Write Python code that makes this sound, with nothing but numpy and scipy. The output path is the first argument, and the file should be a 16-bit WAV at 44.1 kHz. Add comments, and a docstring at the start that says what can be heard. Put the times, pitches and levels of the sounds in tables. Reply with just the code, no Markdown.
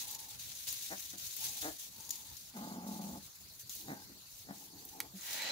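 """Newborn puppies in a straw nest

Puppies crawl over each other close to a small stereo microphone. Their grunts and one long rough
groan are vocal fold pulses through chest and throat resonances; noses snuffle in fluttering air noise.
Dry straw rustles as flickering hiss, stalks snap as ringing bursts, one thick stalk cracks.
At the end one pup pushes past in a rush of close noise, over low bumps and room tone."""
import sys
import numpy as np
from scipy import signal
from scipy.io import wavfile
from scipy.ndimage import uniform_filter1d

SR = 44100
rng = np.random.default_rng(int(sys.argv[2]) if len(sys.argv) > 2 else 0)


def volts_from_db(level):
    """Convert decibel levels to linear amplitude ratios."""
    exponent = np.asarray(level, float) / 20
    return 10 ** exponent


def store_wav(level_fs):
    """Save 16-bit WAV to argv[1]."""
    pcm = np.round(np.clip(np.atleast_2d(level_fs), -1, 1) * 32767)
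    wavfile.write(sys.argv[1], SR, pcm.T.astype(np.int16))


N = 243049
TIME = np.arange(N) / SR


def evened(x):
    """Scales to rms 1."""
    return x / np.sqrt(np.mean(x ** 2) + 1e-20)


def read(points, hz):
    """Reads a spectrum on a log frequency axis."""
    f, value = np.transpose(points)
    return np.interp(np.log(hz + 1), np.log(f + 1), value)


def add(mix, s, sound, lean_db):
    """Places a sound between left and right; lean_db is left minus right."""
    part = mix[:, round(s * SR):][:, :len(sound)]
    part += volts_from_db(np.array([[lean_db / 2], [-lean_db / 2]])) * sound[:part.shape[1]]


def resonate(x, hz, width):
    """Shifts the curve hz down to zero, smooths, and shifts back: a resonance of gain 1."""
    turn = np.exp(2j * np.pi * np.cumsum(hz * np.ones(len(x))) / SR)
    r = np.exp(-np.pi * width / SR)
    return 2 * (turn * signal.lfilter([1 - r], [1, -r], x / turn)).real


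def wander(count, hz):
    """Slow chance of rms 1, up to about hz."""
    noise = rng.standard_normal(count + 2000)
    return evened(signal.lfilter(*signal.butter(2, hz, fs=SR), noise)[2000:])


def stroke(start, length, db, change_db, edge, rise=None):
    """A gain that rises, drifts by change_db and falls softly."""
    t = TIME - start
    fade_in = t / max(rise or edge, .002)
    fade_out = (length - t) / max(edge, .002)
    gate = np.clip(np.minimum(fade_in, fade_out) + .5, 0, 1)
    return volts_from_db(db + change_db * np.clip(t / length, 0, 1)) * np.sin(np.pi / 2 * gate) ** 2


def hiss(colour, size, patchy_db, tilt=([0], [0])):
    """Two-channel noise from random short-time spectra with drifting patches; its mid has rms 1."""
    # likeness of left and right: hz, likeness (0-1)
    likeness = [(60, 0.67), (180, 0.65), (550, 0.35), (1650, 0.055), (4970, 0.021), (15000, 0.012)]
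    # stereo lean: hz, left_minus_right_db
    side_lean = [(60, 0), (180, -5.5), (550, 2.5), (1650, -0.5), (4970, 1.5), (15000, 1.5)]
    frames, hz = 4 * N // size + 5, np.fft.rfftfreq(size, 1 / SR)[:, None]
    a, b, c, d, patches = rng.standard_normal((frames, len(hz), 5)).T
    patches = uniform_filter1d(patches, size // 64, 0)
    patches = evened(uniform_filter1d(patches, 4096 // size + 2, 1))
    same, lean = np.clip(read(likeness, hz), -1, 1), volts_from_db(read(side_lean, hz) / 2)
    left = a + 1j * b
    right = same * left + np.sqrt(1 - same ** 2) * (c + 1j * d)
    z = np.array([left * lean, right / lean])
    db = read(colour, hz) + patchy_db * patches
    # the tilt (dB per octave) pivots at 7 kHz and stops below 1 kHz
    tilt_now = np.interp(np.arange(frames) * size / 4 / SR, *tilt)
    db = db + tilt_now * np.log2(np.maximum(hz, 1000) / 7000)
    out = signal.istft(z * volts_from_db(db), nperseg=size, noverlap=3 * size // 4)[1][:, :N]
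    return out / np.sqrt(np.mean(out.mean(0) ** 2))


def phrase(length, attack_s, db, start_hz, top_hz, mouth_db):
    """Effort climbs, holds and lets go; pitch arrives early, then sags; the mouth closes, then shuts."""
    tail_s, tail_db_per_s = .05, -250  # the folds ring out softly after the call
    attack_db, release_s, release_db = -15.5, 0.025, -11.5
    top_at_s, sag_per_s, sag_most = 0.0374, 0.702, .05  # sag as a share of the pitch
    shut_db, shut_tail_db_per_s = -2, -150
    t = np.arange(0, length + tail_s, 1 / SR)
    after = np.maximum(t - length, 0)
    climb_db = attack_db * np.clip(1 - t / attack_s, 0, 1)
    let_go_db = release_db * np.clip(1 + (t - length) / release_s, 0, 1)
    effort_db = db + climb_db + let_go_db + tail_db_per_s * after
    hz = np.interp(t, [0, top_at_s], [start_hz, top_hz])
    hz = hz * (1 - np.clip(sag_per_s * (t - top_at_s), 0, sag_most))
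    return t, effort_db, hz, mouth_db + shut_db * (t / length - .5) + shut_tail_db_per_s * after


def grunt(call, rough, throb, throb_hz, chest_hz, width, small, nasal_db):
    """Vocal fold pulses, more uneven in spacing and strength when hoarse, through chest and throat."""
    # throat resonances, before the voice's own pitch factor: pitch_hz, width_hz, level_db
    throat_modes = [(534, 81, -0.5), (694, 57, 5.5), (824, 50, 7.5), (1024, 250, -1.5), (1370, 560, -6.5)]
    # upper ring, before the voice's pitch factor and nasal level: pitch_hz, width_hz, level_db
    nasal_modes = [(1685, 260, -7.5), (1900, 83, -5.5), (2160, 220, -10.5)]
    # calls open bright, long ones darken
    flare_db_per_octave, flare_s, darken_db_per_octave_s = 6.0, .1, -10.0
    t, effort_db, hz, mouth_db = phrase(*call)
    turns = np.cumsum(hz * np.exp(.18 * rough * wander(len(t), 45))) / SR
    folds = sum(np.cos(2 * np.pi * k * turns) for k in range(1, 18))
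    puffs = (0.86 + np.exp(-(turns % 1) / 0.19)) * rng.standard_normal(len(t))
    # a slower flap in the throat puts side lines next to each partial
    flap_hz = throb_hz * np.exp(0.17 * wander(len(t), 6))
    flap = np.cos(2 * np.pi * np.cumsum(flap_hz) / SR)
    folds *= 1 - 0.8 * throb + throb * flap
    uneven = volts_from_db(2.2 * rough * wander(len(t), 50))
    drive = uneven * ((1 - rough) * evened(folds) + rough * evened(puffs))
    chest = drive
    for _ in range(3):  # three passes for steep flanks
        chest = resonate(chest, chest_hz, width)
    modes = throat_modes + [(f, w, db + nasal_db) for f, w, db in nasal_modes]
    bright_db = flare_db_per_octave * np.exp(-t / flare_s) + darken_db_per_octave_s * t
    throat = 0
    for k, (f, w, db) in enumerate(modes):
        gain = volts_from_db(db + bright_db * np.log2(max(f, 810) / 810))
        throat = throat + (-1) ** k * gain * resonate(drive, f * small, w)
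    throat = signal.sosfilt(signal.butter(3, 450, "high", fs=SR, output="sos"), throat)
    soft = np.clip(np.minimum(t, t[-1] - t) / 0.003, 0, 1)
    return volts_from_db(effort_db) * (evened(chest) + volts_from_db(mouth_db) * evened(throat)) * soft


def snuffle(start, length, flow_db, change_db, rasp_db, hz):
    """Fluttering air noise through the nose, with a low rasp."""
    # nose resonances: factor on the nose pitch, width_hz of the first of two passes, level_db
    nose_modes = [(0.984, 166, 3.5), (0.636, 105, -6.5)]
    edge_s, gusts_db, nose_sag = 0.07, -0.5, 0.036  # sag: share the pitch sinks over a breath
    air = volts_from_db(0.97 * wander(N, 21.5)) * rng.standard_normal((2, N))
    hz = hz * (1 + nose_sag * (.5 - np.clip((TIME - start) / length, 0, 1)))
    nose = sum(volts_from_db(db) * resonate(resonate(air[0], k * hz, w), k * hz, 2 * w) for k, w, db in nose_modes)
    rasp = resonate(resonate(air[1], 266, 134), 190, 260)
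    flow = stroke(start, length, flow_db, change_db, edge_s) * volts_from_db(gusts_db * wander(N, 23))
    return flow * (evened(nose) + volts_from_db(rasp_db) * evened(rasp))


def squeak():
    """A thin fuzzy whistle at one grunt: air through a narrow nostril."""
    # one whistle: start_s, length_s, level_db, change_db, pitch_hz, width_hz
    whistle = (3.89, .15, -63, -5, 1570, 45)
    *course, hz, width = whistle
    return stroke(*course, .02) * evened(resonate(rng.standard_normal(N), hz, width))


def puppies():
    """All grunts, the groan, the snuffling and the whistle, as pressure waves at left and right."""
    # calls, the long groan last: start_s, length_s, attack_s, effort_db, start_pitch_hz,
    # pitch_reached_hz, mouth_db (throat against chest)
    calls = [(0.896, 0.065, 0.025, -53, 157.2, 186.7, 7), (1.124, 0.052, .012, -56, 190.5, 190.7, -4.5),
             (1.617, 0.091, 0.037, -46.5, 140.5, 155.7, 2.5), (3.867, .085, 0.027, -44, 135.2, 133.8, -4.5),
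             (4.47, 0.066, 0.027, -47, 130.8, 134.6, -4), (5.128, 0.048, 0.02, -50, 173.2, 178, -16),
             (2.535, 0.66, 0.027, -45.5, 208.4, 210.4, -8)]
    # hoarseness of each call: roughness (0-1), throb depth (0-1), throb_hz
    hoarseness = [(.3, 0, 0), (.55, 0, 0), (.33, 0, 0), (.5, .35, 66), (.55, .35, 66), (.4, 0, 0),
                  (.68, 1, 23)]
    # body of each caller: left_minus_right_db, chest_hz, chest width_hz of each of three passes,
    # factor on the throat pitches, nasal_db
    bodies = [(5, 255, 110, 0.923, 2), (4.5, 250, 117, 0.896, 4.5), (4, 267, 166, 0.875, 1.5),
              (-0.3, 210, 192, 0.943, 2.5), (2.5, 206, 140, 0.9, 1), (-2, 223, 88, 0.85, 1),
              (0, 212, 148, 1.034, -6)]
    # breaths: start_s, length_s, flow_db, change_db until the end, rasp_db above the flow, nose_hz
    breaths = [(0.014, 0.33, -60, -6.5, -9, 880), (1.4, 0.2, -61.5, -1, -10.5, 834),
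               (1.948, 0.39, -68.5, -0.5, -4, 903), (3.797, 0.14, -72.5, 12, 6, 830),
               (3.94, .11, -59, -9, -3, 840), (4.075, 0.13, -75.5, -7.5, 15, 845),
               (4.534, 0.144, -66.5, -1, 3.5, 830), (4.708, 0.19, -67, -2.5, 5.5, 810),
               (4.917, 0.15, -62, 5, -1.5, 796)]
    pups = np.zeros((2, N))
    for (s, *call), hoarse, (side_db, *body) in zip(calls, hoarseness, bodies):
        add(pups, s, grunt(call, *hoarse, *body), side_db)
    add(pups, 0, sum(snuffle(*row) for row in breaths) + squeak(), 2.0)
    pups[1] = np.roll(pups[1], 11)  # samples: they lie a little nearer the left
    return pups


def rustle():
    """Countless tiny stalk slips: hiss that flickers, pricked by short random crackles."""
    # shoves of a body through the straw: start_s, length_s, level_db, change_db until the end
    shoves = [(0, 0.073, -38, -11.5), (0.067, 0.1, -45.5, -1), (0.185, 0.083, -49.5, -2.5),
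              (0.285, 0.079, -48.5, -3.5), (.39, 0.54, -48, -0.5), (0.671, 0.091, -39.5, -6),
              (.76, 0.25, -45.5, -2.5), (0.997, 0.16, -46.5, -3.5), (1.174, .18, -46, 0.5),
              (1.35, 0.12, -45.5, 7.5), (1.44, .18, -40.5, -5), (1.612, 0.17, -39, -14),
              (1.784, 0.11, -47, -3.5), (1.905, 0.069, -52.5, -5), (1.98, 0.12, -52.5, -1),
              (2.1, .14, -48, -3), (2.247, .26, -53.5, -2.5), (2.562, 0.2, -55, -2.5),
              (2.86, 0.13, -54.5, 4), (3.013, 0.18, -53, -4.5), (3.225, 0.056, -55, -0.5),
              (3.343, 0.031, -59, -2), (3.404, 0.029, -56, -3), (3.535, .03, -58, 0),
              (3.594, 0.045, -47.5, -13), (3.695, .125, -46, -3), (3.818, .14, -54, -4.5),
              (3.991, 0.059, -63, 7.5), (4.12, 0.032, -69, 0), (4.26, 0.18, -63, 9.5),
              (4.522, 0.15, -60, 6.5), (4.786, 0.19, -59, -0.5), (5.155, 0.176, -54.5, 13.5),
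              (5.329, .2, -39.5, -16)]
    # straw colour: hz, relative level_db per Hz
    straw_colour = [(590, -33.5), (1000, -29.5), (1120, -38), (1620, -22.5), (1880, -21.5), (2160, -18),
                    (3490, -8.5), (3780, -4.5), (5210, -6), (6340, 0.5), (8440, -6), (10600, -1.5),
                    (12800, -1.5), (15500, 2)]
    # where it rubs: time_s, left_minus_right_db, tilt_db per octave
    places = [(0.0, 0, -4.5), (1.0, 1.5, -4), (1.9, 1, -3.5), (2.9, 0.5, -3), (3.6, 0, -2),
              (4.2, -0.5, -3.5), (4.8, 0.5, -2), (5.51, -1.5, -4)]
    edge_s, rise_s = 0.037, .012
    settle_db, stir_db = -66.5, 4.0  # between shoves the straw settles
    power = sum(stroke(*row, edge_s, rise_s) ** 2 for row in shoves)
    level = np.sqrt(power + volts_from_db(settle_db + stir_db * wander(N, 35)) ** 2)
    s, side_db, tilt_db = np.transpose(places)
    # about 150 crackles a second, each dying away over 2.6 ms
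    crackle = (rng.random(N) < 150 / SR) * volts_from_db(2.6 * np.minimum(rng.exponential(1, N), 3))
    bursts = signal.lfilter([1], [1, -np.exp(-1 / (0.0026 * SR))], crackle)
    shake = volts_from_db(1.03 * wander(N, 28)) * (1 + 0.25 * bursts)
    side = volts_from_db(np.outer([.5, -.5], np.interp(TIME, s, side_db)))
    return level * side * evened(shake) * hiss(straw_colour, size=256, patchy_db=1.5, tilt=(s, tilt_db))


def snap(db, hz, t60, grit):
    """A burst of noise, part broad and part ringing at the stalk's pitch; thin stalks have no low end."""
    t = np.arange(len(grit)) / SR
    burst = grit * volts_from_db(-60 * t / max(t60, .002)) * np.minimum(t / 0.0017, 1) ** 2
    broad = signal.sosfilt(signal.butter(4, 0.52 * hz, "high", fs=SR, output="sos"), burst)
    pitched = resonate(resonate(burst, hz, 0.048 * hz), hz, 1.8 * hz)
    ring = 1.17 * evened(broad) + evened(pitched)
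    return volts_from_db(db) * ring / abs(ring).max()


def crack(db):
    """One sharp break rings all the modes of a thick stalk, with a spray of splinter noise."""
    # what the stalk rings with: pitch_hz, relative level_db, t60_s
    stalk_modes = [(1610, -43, 0.0093), (2250, 1.5, 0.0096), (4620, -1, 0.0053), (6230, 2, 0.0047),
                   (8100, 4, 0.0022), (11100, 6, 0.0027), (13500, 11, 0.0026)]
    t = np.arange(3000) / SR
    ring = sum(volts_from_db(level - 60 * t / t60) * np.sin(2 * np.pi * hz * t) for hz, level, t60 in stalk_modes)
    splinters = resonate(rng.standard_normal(len(t)), 3400, 3800) * volts_from_db(-19 - 60 * t / 0.04)
    thin = signal.butter(3, 950, "high", fs=SR, output="sos")  # too small to move low air
    return volts_from_db(db) * signal.sosfilt(thin, ring / abs(ring).max() + splinters)


def breaking_stalks():
    """Single stalks slip or break, each at its own place; the thickest cracks."""
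    # snaps: start_s, peak_db before panning, pitch_hz, left_minus_right_db
    snaps = [(0.077, -34.5, 11000, 3.0), (0.11, -31.5, 15000, 7), (0.147, -31, 7150, 3),
             (0.2004, -36, 10800, -7), (0.6875, -33, 7040, 16), (0.7028, -30, 7050, 1.5),
             (0.7256, -29, 13900, 11), (0.981, -38, 6750, 11), (1.1802, -37, 7140, -7),
             (1.3646, -30, 13900, 9), (1.6252, -34, 3560, -1), (2.005, -42.5, 6500, 19),
             (2.049, -39, 6740, 16), (2.091, -32, 6840, 8), (2.105, -27, 6930, 20.5),
             (2.1077, -28, 6900, -9), (2.155, -37, 7100, 16), (2.3665, -38, 6750, 12),
             (3.694, -29, 7000, 3), (3.72, -38, 6960, 1.0), (3.7498, -33, 14900, -4),
             (3.761, -37, 6700, 1.0), (3.809, -38, 4080, -7), (4.8504, -33, 14800, -3),
             (5.2085, -39, 7100, 11)]
    # the thickest stalk: start_s, level_db before its low cut
    thickest = (5.0033, -11.5)
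    stalks = np.zeros((2, N))
    for (s, db, hz, side_db), grit in zip(snaps, rng.standard_normal((len(snaps), 2000))):
        add(stalks, s, snap(db, hz, 0.019, grit), side_db)
    s, db = thickest
    add(stalks, s, crack(db), -1.5)
    return stalks


def rush():
    """A puppy pushing past close by: broad noise with a few fuzzy whistles."""
    # swell of the noise, before a lift of 1 dB: time_s, level_db
    swell = [(5.14, -80), (5.234, -60), (5.3, -51.5), (5.476, -44.5), (5.51, -44)]
    # colour of air and fur: hz, relative level_db per Hz
    fur_colour = [(150, -55), (250, -13), (358, -17), (678, -6.5), (734, -25), (816, -2), (1150, -17.5),
                  (1740, -5.5), (1940, -7), (2810, -7.5), (4030, -7.5), (4420, -7.5), (6000, -12),
                  (7800, -15), (13200, -120)]
    # narrow whistles, around which their levels wander: pitch_hz, width_hz, level_db
    whistles = [(1950, 36, -9.5), (4040, 75, -5), (2210, 210, -6.5)]
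    s, level_db = np.transpose(swell)
    wide = hiss(fur_colour, size=512, patchy_db=0.6)
    air = rng.standard_normal(N)
    narrow = sum(volts_from_db(db + 3.2 * wander(N, 7.6)) * evened(resonate(air, f, w)) for f, w, db in whistles)
    side = volts_from_db(np.array([[-1.5], [1.5]]))  # the whistles lean right
    return volts_from_db(1.0 + np.interp(TIME, s, level_db, left=-120)) * (wide + side * narrow)


def nest(x):
    """Short reflections from the shed walls, other ones in each ear but alike in the bass."""
    t = np.arange(9000) / SR
    taps = rng.standard_normal((2, len(t))) * volts_from_db(-60 * t / 0.16) * (t > .002)
    low = signal.sosfiltfilt(signal.butter(2, 240, fs=SR, output="sos"), taps)
    taps += low[0] - low
    return signal.oaconvolve(x, taps / np.linalg.norm(taps[0]), axes=1)[:, :N]


def rumble():
    """Low bumps of the nest floor and the hand-held microphone: swells of deep noise over a faint bed."""
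    # bumps: start_s, length_s, level_db
    bumps = [(0, 0.29, -71), (.335, 0.12, -55), (0.437, 0.19, -61.5), (0.682, .11, -57),
             (0.828, 0.35, -80.5), (1.218, 0.073, -54.5), (1.423, 0.15, -59.5), (1.625, .12, -51),
             (2.316, 0.071, -60), (2.618, .05, -66), (2.82, 0.056, -58), (3.12, 0.15, -61),
             (4.27, 0.07, -77), (5.05, 0.087, -64), (5.3, .08, -62.5)]
    # rumble colour: hz, relative level_db per Hz
    deep_colour = [(20, -32), (40, -33), (70, 2.5), (95, 0), (140, -6), (190, -18), (350, -23)]
    bed_db, edge_s, fade_db = -77, .04, -14.5
    level = volts_from_db(bed_db) + sum(stroke(*row, fade_db, edge_s) for row in bumps)
    return level * hiss(deep_colour, size=2048, patchy_db=2.0)


def room_tone():
    """Steady background air: a quiet coloured noise with slow patches."""
    # room colour: hz, relative level_db per Hz
    room_colour = [(12, -51), (20, -51), (92, 4.5), (274, -8.5), (439, -12.5), (811, -13), (1450, -13.5),
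                   (3170, -11.5), (4430, -1.5), (5380, -7.5), (6720, -3), (8400, -14.5), (10800, -7.5),
                   (15500, -7)]
    return volts_from_db(-57.5) * hiss(room_colour, size=1024, patchy_db=3.0)


def scene():
    """Puppies and snaps with their reflections over straw, rush, rumble and room tone."""
    pups = puppies()
    stalks = breaking_stalks()
    echoes = nest(volts_from_db(-8) * pups + volts_from_db(-11) * stalks)
    return pups + stalks + echoes + rustle() + rush() + rumble() + room_tone()


def top_cut(x):
    """Nothing passes above the cut-off."""
    return signal.sosfilt(signal.butter(12, 17000, fs=SR, output="sos"), x)


def record(dry):
    """Limits the band with a steep low-pass and finishes the mix."""
    edge_hz = 15740
    low_pass = signal.firwin(801, edge_hz, window=("kaiser", 4), fs=SR)
    narrow = signal.oaconvolve(dry, low_pass[None], "same")
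    return top_cut(narrow)


dry = scene()
out = record(dry)
store_wav(out)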